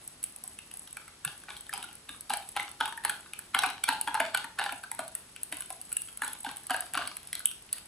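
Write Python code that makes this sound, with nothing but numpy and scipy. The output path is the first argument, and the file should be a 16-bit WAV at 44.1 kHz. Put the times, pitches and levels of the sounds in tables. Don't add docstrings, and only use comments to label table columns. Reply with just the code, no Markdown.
import sys
import numpy as np
from scipy import signal
from scipy.fft import rfft, irfft
from scipy.io import wavfile
from scipy.ndimage import uniform_filter1d

SR = 44100
rng = np.random.default_rng(int(sys.argv[2]) if len(sys.argv) > 2 else 0)


def log_audio(samples):
    frames = np.atleast_2d(samples).T
    limited = np.clip(frames, -1, 1)
    pcm = np.round(limited * 32767).astype(np.int16)
    wavfile.write(sys.argv[1], SR, pcm)


def makeup_ratio(level_db):
    decades = np.asarray(level_db, float) / 20
    return 10 ** decades


N = 347067

# start in seconds, hollow level in dB, wall level in dB, edge tick level in dB, # wall pitch favoured
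# by the spot struck in Hz.
SPOON_TAPS = [(0.077, -56, -50, -23, 5470), (0.23, -71, -49, -22, 4300), (0.24, -60, -38.5, -12, 2700),
              (0.362, -57, -50, -26, 4100), (0.439, -47, -44.5, -24, 5320), (0.478, -71, -53, -27, 4240),
              (0.589, -60, -37, -29.5, 2730), (0.714, -56, -42, -29, 2730), (0.739, -51.5, -49, -25, 1750),
              (0.772, -60, -57, -27, 4470), (0.875, -71, -41.5, -33, 3200), (0.929, -61, -51, -28, 4900),
              (0.97, -46.5, -32.5, -27, 1600), (1.08, -60, -42.5, -33, 1580), (1.25, -54, -25, -14.5, 1600),
              (1.277, -60, -31.5, -40, 3354), (1.418, -61, -47, -47, 4300), (1.437, -69, -45, -37.5, 1590),
              (1.485, -41, -37, -49, 1910), (1.501, -50, -42, -49, 1500), (1.515, -69, -52, -47, 3550),
              (1.567, -76, -40, -32, 3850), (1.667, -63, -44.5, -37, 3340), (1.694, -68, -42, -26.5, 1800),
              (1.737, -28, -27.5, -24.5, 2800), (1.778, -35, -54, -26, 3330), (1.828, -55, -36, -27, 2980),
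              (1.843, -59, -41, -28, 1600), (1.889, -46, -42, -39, 2890), (2.092, -47, -28.5, -29.5, 2000),
              (2.146, -68, -42, -40, 1600), (2.209, -71, -47, -25.5, 4500),
              (2.298, -36, -29.5, -20.5, 5040), (2.304, -22.5, -23.5, -21.5, 1540),
              (2.337, -26.5, -21.5, -16.5, 2100), (2.372, -58, -49, -19.5, 1800),
              (2.425, -50, -44, -36, 2600), (2.49, -65, -45.5, -23.5, 3820), (2.565, -20, -20.5, -23, 2200),
              (2.598, -40, -24, -33, 2200), (2.624, -42, -38, -44, 2760), (2.715, -76, -54, -29.5, 4300),
              (2.804, -37, -31.5, -28, 1580), (2.809, -20, -16, -25, 1340), (2.82, -27.5, -46, -52, 1320),
              (2.832, -28.5, -34.5, -49, 1420), (2.857, -32, -27, -20, 2580),
              (2.879, -46, -26.5, -31, 1190), (2.925, -35, -34, -29, 1760), (2.976, -37, -40, -27, 1700),
              (3.039, -45, -37, -30, 1800), (3.05, -24, -17.5, -12.5, 1807), (3.096, -37, -22, -14.5, 1690),
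              (3.261, -65, -42, -60, 1500), (3.335, -49, -33.5, -26.5, 2470),
              (3.391, -52, -40.5, -20.5, 1600), (3.547, -24.5, -12, -12, 1484),
              (3.565, -25.5, -34, -46, 1520), (3.59, -25, -17, -12, 3360), (3.623, -29, -31, -22, 2640),
              (3.636, -24, -15, -19, 1430), (3.642, -23.5, -28, -29, 2240), (3.662, -37, -27.5, -21, 2910),
              (3.702, -35, -28, -23.5, 2420), (3.839, -39, -22.5, -10.5, 3370),
              (3.881, -30, -18.5, -26, 1470), (3.889, -17.5, -13, -10.5, 1630),
              (3.903, -39, -47, -35, 2760), (3.91, -26, -37, -43, 1520), (3.925, -26, -27.5, -28, 3100),
              (4.013, -47, -31, -13.5, 4150), (4.075, -23, -21.5, -28.5, 1460),
              (4.083, -26.5, -25, -27, 1590), (4.144, -22, -22.5, -21.5, 1430),
              (4.151, -23, -23.5, -28, 1350), (4.175, -25, -31, -37, 1140),
              (4.202, -18.5, -18.5, -13, 1630), (4.347, -23.5, -14.5, -12, 1560),
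              (4.374, -40, -29, -19, 3940), (4.444, -29.5, -29, -24, 1790), (4.589, -38, -19.5, -24, 1460),
              (4.595, -22, -19.5, -32, 1635), (4.613, -22.5, -26, -37, 1600), (4.627, -28, -33, -40, 2720),
              (4.64, -54, -28, -23, 2900), (4.662, -24.5, -23.5, -30, 1620), (4.693, -46, -25.5, -39, 1880),
              (4.724, -30.5, -32.5, -23, 2560), (4.837, -52, -31.5, -27.5, 1460),
              (4.916, -35.5, -34.5, -17.5, 1870), (4.992, -25, -24, -20, 1580), (5.0, -32, -44, -39, 2440),
              (5.08, -71, -43, -27.5, 4300), (5.152, -70, -40, -18.5, 1850), (5.363, -70, -37, -33, 2460),
              (5.433, -75, -45.5, -16.5, 3540), (5.525, -30.5, -26, -19, 2200),
              (5.57, -69, -39.5, -26, 2720), (5.607, -62, -36, -23.5, 1550), (5.622, -68, -37, -26, 3000),
              (5.704, -32, -35.5, -23, 2430), (5.815, -64, -44.5, -25.5, 4730),
              (5.919, -67, -39, -26, 2430), (5.928, -67, -40.5, -16, 2850), (5.969, -68, -35, -12.5, 2930),
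              (6.019, -72, -46, -24.5, 3300), (6.075, -72, -51, -30, 2550), (6.087, -69, -38.5, -36, 2700),
              (6.174, -66, -49, -22, 2770), (6.194, -60, -45, -50, 1130), (6.22, -28.5, -21, -20, 1740),
              (6.235, -30, -27, -33, 1430), (6.279, -45, -33.5, -21.5, 4230),
              (6.333, -63, -40, -22.5, 3640), (6.447, -26.5, -29, -26.5, 3070),
              (6.465, -31, -31, -42, 1600), (6.489, -53, -53, -46, 1900), (6.514, -63, -44, -30, 3300),
              (6.57, -71, -43, -25, 3140), (6.669, -80, -44, -24, 4200), (6.698, -26.5, -28, -29, 1570),
              (6.707, -20, -21, -16.5, 1580), (6.715, -30, -25, -33, 1650), (6.744, -24, -21, -23.5, 1610),
              (6.765, -40, -42, -23, 1740), (6.807, -56, -45, -17.5, 1950), (6.937, -39, -38, -20, 1920),
              (6.944, -41, -33, -47, 1550), (6.952, -25, -23, -22, 1240), (6.975, -37, -15, -18.5, 1250),
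              (6.992, -29.5, -51, -48, 1610), (7.02, -48, -26, -42, 1210), (7.075, -63, -32, -19, 4300),
              (7.169, -60.5, -39, -22, 2440), (7.231, -69, -49, -33, 3250), (7.273, -70, -45, -25.5, 5030),
              (7.33, -65, -29.5, -16.5, 3960), (7.353, -52, -29, -21, 3930), (7.404, -71, -39.5, -33, 1640),
              (7.457, -68, -37, -9.5, 3060), (7.472, -71, -53, -20, 3150), (7.514, -68, -38, -27.5, 3340),
              (7.691, -68, -43, -54, 2750), (7.729, -66, -34.5, -10, 4570), (7.783, -71, -39, -28, 3170)]
# start in seconds, pressure on the wall in dB, wet hiss of the spoon edge
# in dB, pitch it leaves the hollow with in Hz (before the wobble).
STROKES_THROUGH_EGG = [(0.0, -61, -50.5, 780), (0.23, -70, -56.5, 780), (0.43, -59, -49, 770),
                       (0.72, -63, -48, 810), (0.97, -59, -61, 802), (1.25, -51, -50.5, 767),
                       (1.481, -48, -51, 810), (1.719, -41, -47.5, 790), (2.085, -57, -53, 840),
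                       (2.29, -41.5, -44, 805), (2.548, -39.5, -50.5, 847), (2.8, -52, -57, 853),
                       (3.041, -37, -46, 866), (3.37, -54, -54, 890), (3.54, -34.5, -60, 804),
                       (3.62, -48, -68, 784), (3.881, -37, -52, 868), (4.06, -47, -61, 900),
                       (4.13, -49, -64, 886), (4.19, -40.5, -73, 693), (4.34, -46, -60, 818),
                       (4.43, -68, -79, 900), (4.58, -38.5, -45.5, 818), (4.71, -69, -72, 727),
                       (4.9, -64, -61, 875), (4.981, -56, -53, 718), (5.14, -56, -55.5, 710),
                       (5.41, -66, -69, 710), (5.51, -57, -48, 678), (5.69, -55, -50.5, 760),
                       (5.85, -56, -56, 795), (5.96, -77, -47, 810), (6.21, -41.5, -42, 880),
                       (6.44, -44, -53, 837), (6.69, -42, -54, 770), (6.73, -49, -51, 739),
                       (6.93, -40, -63, 805), (6.965, -39.5, -47, 715), (7.25, -56.5, -55, 717),
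                       (7.325, -52, -52, 740), (7.45, -68, -76, 710), (7.72, -51, -54, 706)]
# frequency in Hz (before detuning), width in Hz, relative level in dB.
WALL_MODES = [(934, 35, -11), (1250, 155, -4), (1500, 167, -1.5), (1600, 128, -3), (1870, 310, -8),
              (2266, 205, -5), (2700, 397, 0), (2970, 240, -3), (3574, 136, -4.5), (4300, 390, -0.5),
              (5200, 730, -3.5), (6130, 1170, -1)]
# from in Hz, to in Hz, width in Hz, level in dB.
PATCH_RESONANCES = [(1000, 2000, 133, 1), (2200, 6000, 385, 5.5)]
# frequency in Hz, gain in dB.
RASP_SPECTRUM = [(500, 1.5), (900, 4), (1600, 1.5), (3200, 3.5), (4800, -3.5), (7000, -52)]
# frequency in Hz, gain in dB.
TICK_SPECTRUM = [(1500, -24), (4000, -28), (7000, -15.5), (9000, -6), (11000, -11), (13000, -16),
                 (15000, -14), (17000, -48)]
# frequency in Hz, gain in dB.
HISS_SPECTRUM = [(1500, -23), (4000, -32), (7000, -5), (9000, -8.5), (11000, -6), (12500, -20),
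                 (13500, -10), (15000, -23), (16500, -45)]
# start in seconds, level in dB, starting pitch in Hz, width in Hz.
PLOP_TONES = [(0.588, -37.5, 2700, 250), (1.694, -29.5, 1740, 121), (1.712, -42, 1660, 120),
              (2.977, -30, 1740, 111), (3.335, -30, 2480, 250), (5.967, -29.5, 2760, 250),
              (7.33, -27.5, 1990, 250), (7.458, -20.5, 3100, 350), (7.49, -33, 3160, 350),
              (7.74, -44, 1840, 100)]
# start in seconds, relative level in dB, pitch in Hz.
COUNTER_BUMPS = [(1.261, -44.5, 146), (2.098, -55, 278), (2.306, -51, 250), (2.813, -49, 273),
                 (3.053, -56, 279), (3.551, -47, 268), (3.666, -47.5, 277), (3.889, -41.5, 273),
                 (4.082, -49, 292), (4.203, -44, 278), (4.443, -54, 273), (4.727, -50, 268),
                 (4.991, -50, 275), (5.529, -48.5, 298), (6.227, -53, 273), (6.469, -44.5, 269),
                 (6.706, -43.5, 267), (6.966, -44.5, 290)]
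# frequency in Hz, time to fall by 60 dB in seconds.
KITCHEN_DECAY = [(250, 0.64), (700, 0.34), (1700, 0.25), (4500, 0.28), (10000, 0.31)]
# frequency in Hz, relative spectrum level in dB per Hz.
HUM_SPECTRUM = [(15, -6), (25, 3.5), (199, -1.5), (418, -6), (494, -9.5), (723, -8.5), (777, -9),
                (1190, -9.5), (1450, -10), (2500, -13), (2750, -13), (7500, -17.5), (9750, -44),
                (16500, -120)]
# frequency in Hz, gain in dB.
MICROPHONE_GAIN = [(20, -24), (48, -5), (6500, -2.5), (7800, -3), (7950, 15), (12500, 4.5), (16500, -6)]
# frequency in Hz, share of the left-right difference kept, phase by which the left
# leads in radians, left-right level difference in dB.
MICROPHONE_PAIR = [(0, .012, 0, 0), (850, .03, 0, 0), (1300, .4, .1, 0), (1800, .75, .3, .5),
                   (2600, .9, .7, 1.6), (5000, 1.2, .4, 1.8), (7000, .5, -.1, .3), (7800, .4, -1.4, .1),
                   (7950, .3, -1.7, .1), (16500, .9, -14.2, .1)]

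BELOW_DB_PER_OCTAVE, ABOVE_DB_PER_OCTAVE = 7.5, 5.5
HOLLOW_WIDTH_HZ, WALL_FROM_HZ = 60.4, 1100
BITE_S, EASE_DB_PER_S, HISS_EASE_DB_PER_S = 0.023, 124, 58.5
RATTLE_PER_S, RATTLE_DB = 60, -20
SPECK_PER_S, SPECK_DB, SPECK_SPREAD_DB = 14, 18.5, 5
WOBBLE_SHARE, WOBBLE_S = 0.04, 0.013
SCUFF_DB, SCUFF_IN_S, SCUFF_OUT_S = -29, 0.0024, 0.0033
PITCH_EARLY_S = 0.003
PLOP_RISE_PER_S = 6.4


def bowl():
    catches = grit(1200, spread_db=6.0)
    pressure = drag(column=1, ease_db_per_s=EASE_DB_PER_S)
    rub = pressure * catches
    rattle = makeup_ratio(RATTLE_DB) * pressure * grit(RATTLE_PER_S, spread_db=6.5)
    window = np.hanning(round(WOBBLE_S * SR))[None]
    wander = signal.oaconvolve(rng.standard_normal((2, N)), window, "same")
    slosh = 1 + WOBBLE_SHARE * evened(wander)
    return (hollow(catches, rub, rattle, slosh[0]) + patch(catches, rub, slosh[1])
            + coloured(rub, RASP_SPECTRUM) + wall(catches, rattle))


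def hollow(catches, rub, rattle, slosh):
    start_s, _, _, pitch_hz = np.transpose(STROKES_THROUGH_EGG)
    drive = landing(part(0), -27.5, catches) + makeup_ratio(-46.0) * rub + makeup_ratio(-14.5) * rattle
    return makeup_ratio(2.5) * ring(drive, slosh * held(start_s, pitch_hz), HOLLOW_WIDTH_HZ, rise_hz=189)


def patch(catches, rub, slosh):
    start_s, _, _, _, spot_hz = np.transpose(SPOON_TAPS)
    patch_hz = held(start_s - PITCH_EARLY_S, spot_hz)
    drive = landing(part(spot_hz), -30.5, catches) + makeup_ratio(-38) * rub
    out = np.zeros(N)
    for from_hz, to_hz, width_hz, db in PATCH_RESONANCES:
        in_range = (patch_hz >= from_hz) & (patch_hz < to_hz)
        out += makeup_ratio(db) * ring(drive * in_range, slosh * patch_hz, width_hz, rise_hz=3.0 * width_hz)
    return out


def wall(catches, rattle):
    start_s = np.array(SPOON_TAPS)[:, 0]
    out = np.zeros(N)
    for hz, width_hz, db in WALL_MODES:
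        strength, sign, detuning = rng.standard_normal((3, len(SPOON_TAPS)))
        size = part(hz) * makeup_ratio(2.93 * strength) * np.sign(sign)
        loaded_hz = held(start_s - PITCH_EARLY_S, hz * (1 + 0.069 * detuning))
        drive = landing(size, -19.0, catches) + rattle
        out += makeup_ratio(db) * ring(drive, loaded_hz, width_hz, rise_hz=0.26 * hz)
    return out


def landing(size, skid_db, catches):
    blows = clicks(SPOON_TAPS, size)
    return blows + makeup_ratio(skid_db) * skid(blows, 0.0036, 0.0064) * np.clip(catches, -6, 6)


def part(hz):
    _, hollow_db, wall_db, _, spot_hz = np.transpose(SPOON_TAPS)
    octaves = np.log2(np.maximum(hz, 1) / spot_hz)
    slope = np.where(octaves < 0, BELOW_DB_PER_OCTAVE, ABOVE_DB_PER_OCTAVE)
    return makeup_ratio(np.where(hz < WALL_FROM_HZ, hollow_db, wall_db - slope * abs(octaves)))


def spoon():
    slide = drag(column=2, ease_db_per_s=HISS_EASE_DB_PER_S)
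    speck_size = makeup_ratio(SPECK_DB + SPECK_SPREAD_DB * np.clip(rng.standard_normal(N), -2, 2))
    specks = slide * speck_size * (rng.random(N) < SPECK_PER_S / SR)
    edge = clicks(SPOON_TAPS, makeup_ratio(np.array(SPOON_TAPS)[:, 3])) + specks

    burst = 0.5 * skid(edge, 0.00039, 0.0023) + 0.13 * skid(edge, 0.00092, 0.006)
    burst += makeup_ratio(SCUFF_DB) * skid(edge, SCUFF_IN_S, SCUFF_OUT_S)
    ticks = makeup_ratio(14.0) * edge + makeup_ratio(-1.0) * burst * rng.standard_normal(N)

    slow_noise = uniform_filter1d(uniform_filter1d(rng.standard_normal(N), 500), 500)
    puffs = makeup_ratio(3.0 * evened(slow_noise))
    hiss = slide * puffs * (0.7 * grit(1500, spread_db=6.0) + 0.8 * rng.standard_normal(N))
    hiss_floor = makeup_ratio(-57) * rng.standard_normal(N)
    return coloured(ticks, TICK_SPECTRUM) + coloured(hiss + hiss_floor, HISS_SPECTRUM)


def egg():
    out, t = np.zeros(N), np.arange(2200) / SR
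    for start_s, db, hz, width_hz in PLOP_TONES:
        fade = np.exp(-np.pi * width_hz * t)
        tone = np.sin(2 * np.pi * hz * (t + PLOP_RISE_PER_S * t ** 2 / 2))
        out[round(start_s * SR):][:len(t)] += makeup_ratio(db) * 4 * fade * (1 - fade) * tone
    return out


def counter():
    start_s, db, hz = np.transpose(COUNTER_BUMPS)
    thud_hz = held(start_s - PITCH_EARLY_S, hz)
    return makeup_ratio(12.5) * ring(clicks(COUNTER_BUMPS, makeup_ratio(db)), thud_hz, 32, rise_hz=72)


def kitchen(x):
    echoes = np.zeros((3, 2, SR))
    at = np.arange(120, SR - 20, 20) + rng.integers(0, 20, (3, 2, (SR - 121) // 20))
    np.put_along_axis(echoes, at, rng.choice([-1., 1.], at.shape), 2)
    echoes *= 1 - 0.78 * np.exp(-np.arange(SR) / (0.025 * SR))
    hz, t, bands = signal.stft(echoes, SR, nperseg=256)
    decay = makeup_ratio(-60 * t / read(KITCHEN_DECAY, hz)[:, None])
    tail = signal.istft(bands * decay, SR, nperseg=256)[1]
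    tail /= np.linalg.norm(tail[0, 0])
    cycles = 1.3 * np.arange(N) / SR + np.arange(3)[:, None, None] / 3
    turns = np.cos(2 * np.pi * cycles) * np.sqrt(2 / 3)
    return signal.oaconvolve(x * turns, tail, axes=2).sum(0)[:, :N]


def hum():
    return makeup_ratio(-52) * evened(coloured(rng.standard_normal((2, N)), HUM_SPECTRUM))


def drag(column, ease_db_per_s):
    level_db, t = np.array(STROKES_THROUGH_EGG)[:, column], np.arange(SR) / SR
    shape = np.minimum(t / BITE_S, 1) * makeup_ratio(-ease_db_per_s * np.maximum(t - BITE_S, 0))
    return abs(signal.oaconvolve(clicks(STROKES_THROUGH_EGG, makeup_ratio(level_db)), shape)[:N])


def grit(per_s, spread_db):
    size = makeup_ratio(spread_db * np.minimum(rng.exponential(1, N), 4)) * rng.choice([-1., 1.], N)
    return evened(size * (rng.random(N) < per_s / SR))


def skid(train, before_s, after_s):
    grow, fade = np.exp(-1 / (SR * np.array([before_s, after_s])))
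    before = signal.lfilter([1], [1, -grow], abs(train[::-1]))[::-1]
    after = signal.lfilter([1], [1, -fade], abs(train))
    return before + after


def ring(x, hz, width_hz, rise_hz):
    turn = np.exp(2j * np.pi * np.cumsum(hz * np.ones(N)) / SR)
    fade, swell = np.exp(-np.pi * np.array([width_hz, rise_hz]) / SR)
    envelope = signal.lfilter([1 - swell], np.convolve([1, -fade], [1, -swell]), x / turn)
    return (turn * envelope).real


def clicks(rows, size):
    train = np.zeros(N)
    np.add.at(train, np.round(np.array(rows)[:, 0] * SR).astype(int), size)
    return train


def held(start_s, values):
    return values[np.maximum(np.searchsorted(start_s, np.arange(N) / SR) - 1, 0)]


def evened(x):
    return x / np.sqrt(np.mean(x ** 2) + 1e-20)


def read(points, hz):
    f, value = np.transpose(points)
    return np.interp(np.log(hz + 1), np.log(f + 1), value)


def coloured(x, points):
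    gain = makeup_ratio(read(points, np.fft.rfftfreq(x.shape[-1], 1 / SR)))
    return irfft(rfft(x) * gain, x.shape[-1])


def scene():
    ringing, steel = bowl() + egg(), spoon()
    echoes = kitchen(makeup_ratio(-1.5) * ringing + makeup_ratio(-11) * steel)
    return ringing + steel + counter() + echoes + hum()


def band_limit(x):
    return signal.sosfilt(signal.butter(12, 16990, fs=SR, output="sos"), x)


def record(dry):
    f, *columns = np.transpose(MICROPHONE_PAIR)
    kept, lead, tilt_db = (np.interp(np.fft.rfftfreq(N, 1 / SR), f, c) for c in columns)
    left, right = rfft(coloured(dry, MICROPHONE_GAIN))
    mid, side = (left + right) / 2, kept * (left - right) / 2
    turn = makeup_ratio(tilt_db / 2) * np.exp(.5j * lead)
    pair = irfft(np.array([(mid + side) * turn, (mid - side) / turn]), N)
    return band_limit(pair)


dry = scene()
out = record(dry)
log_audio(out)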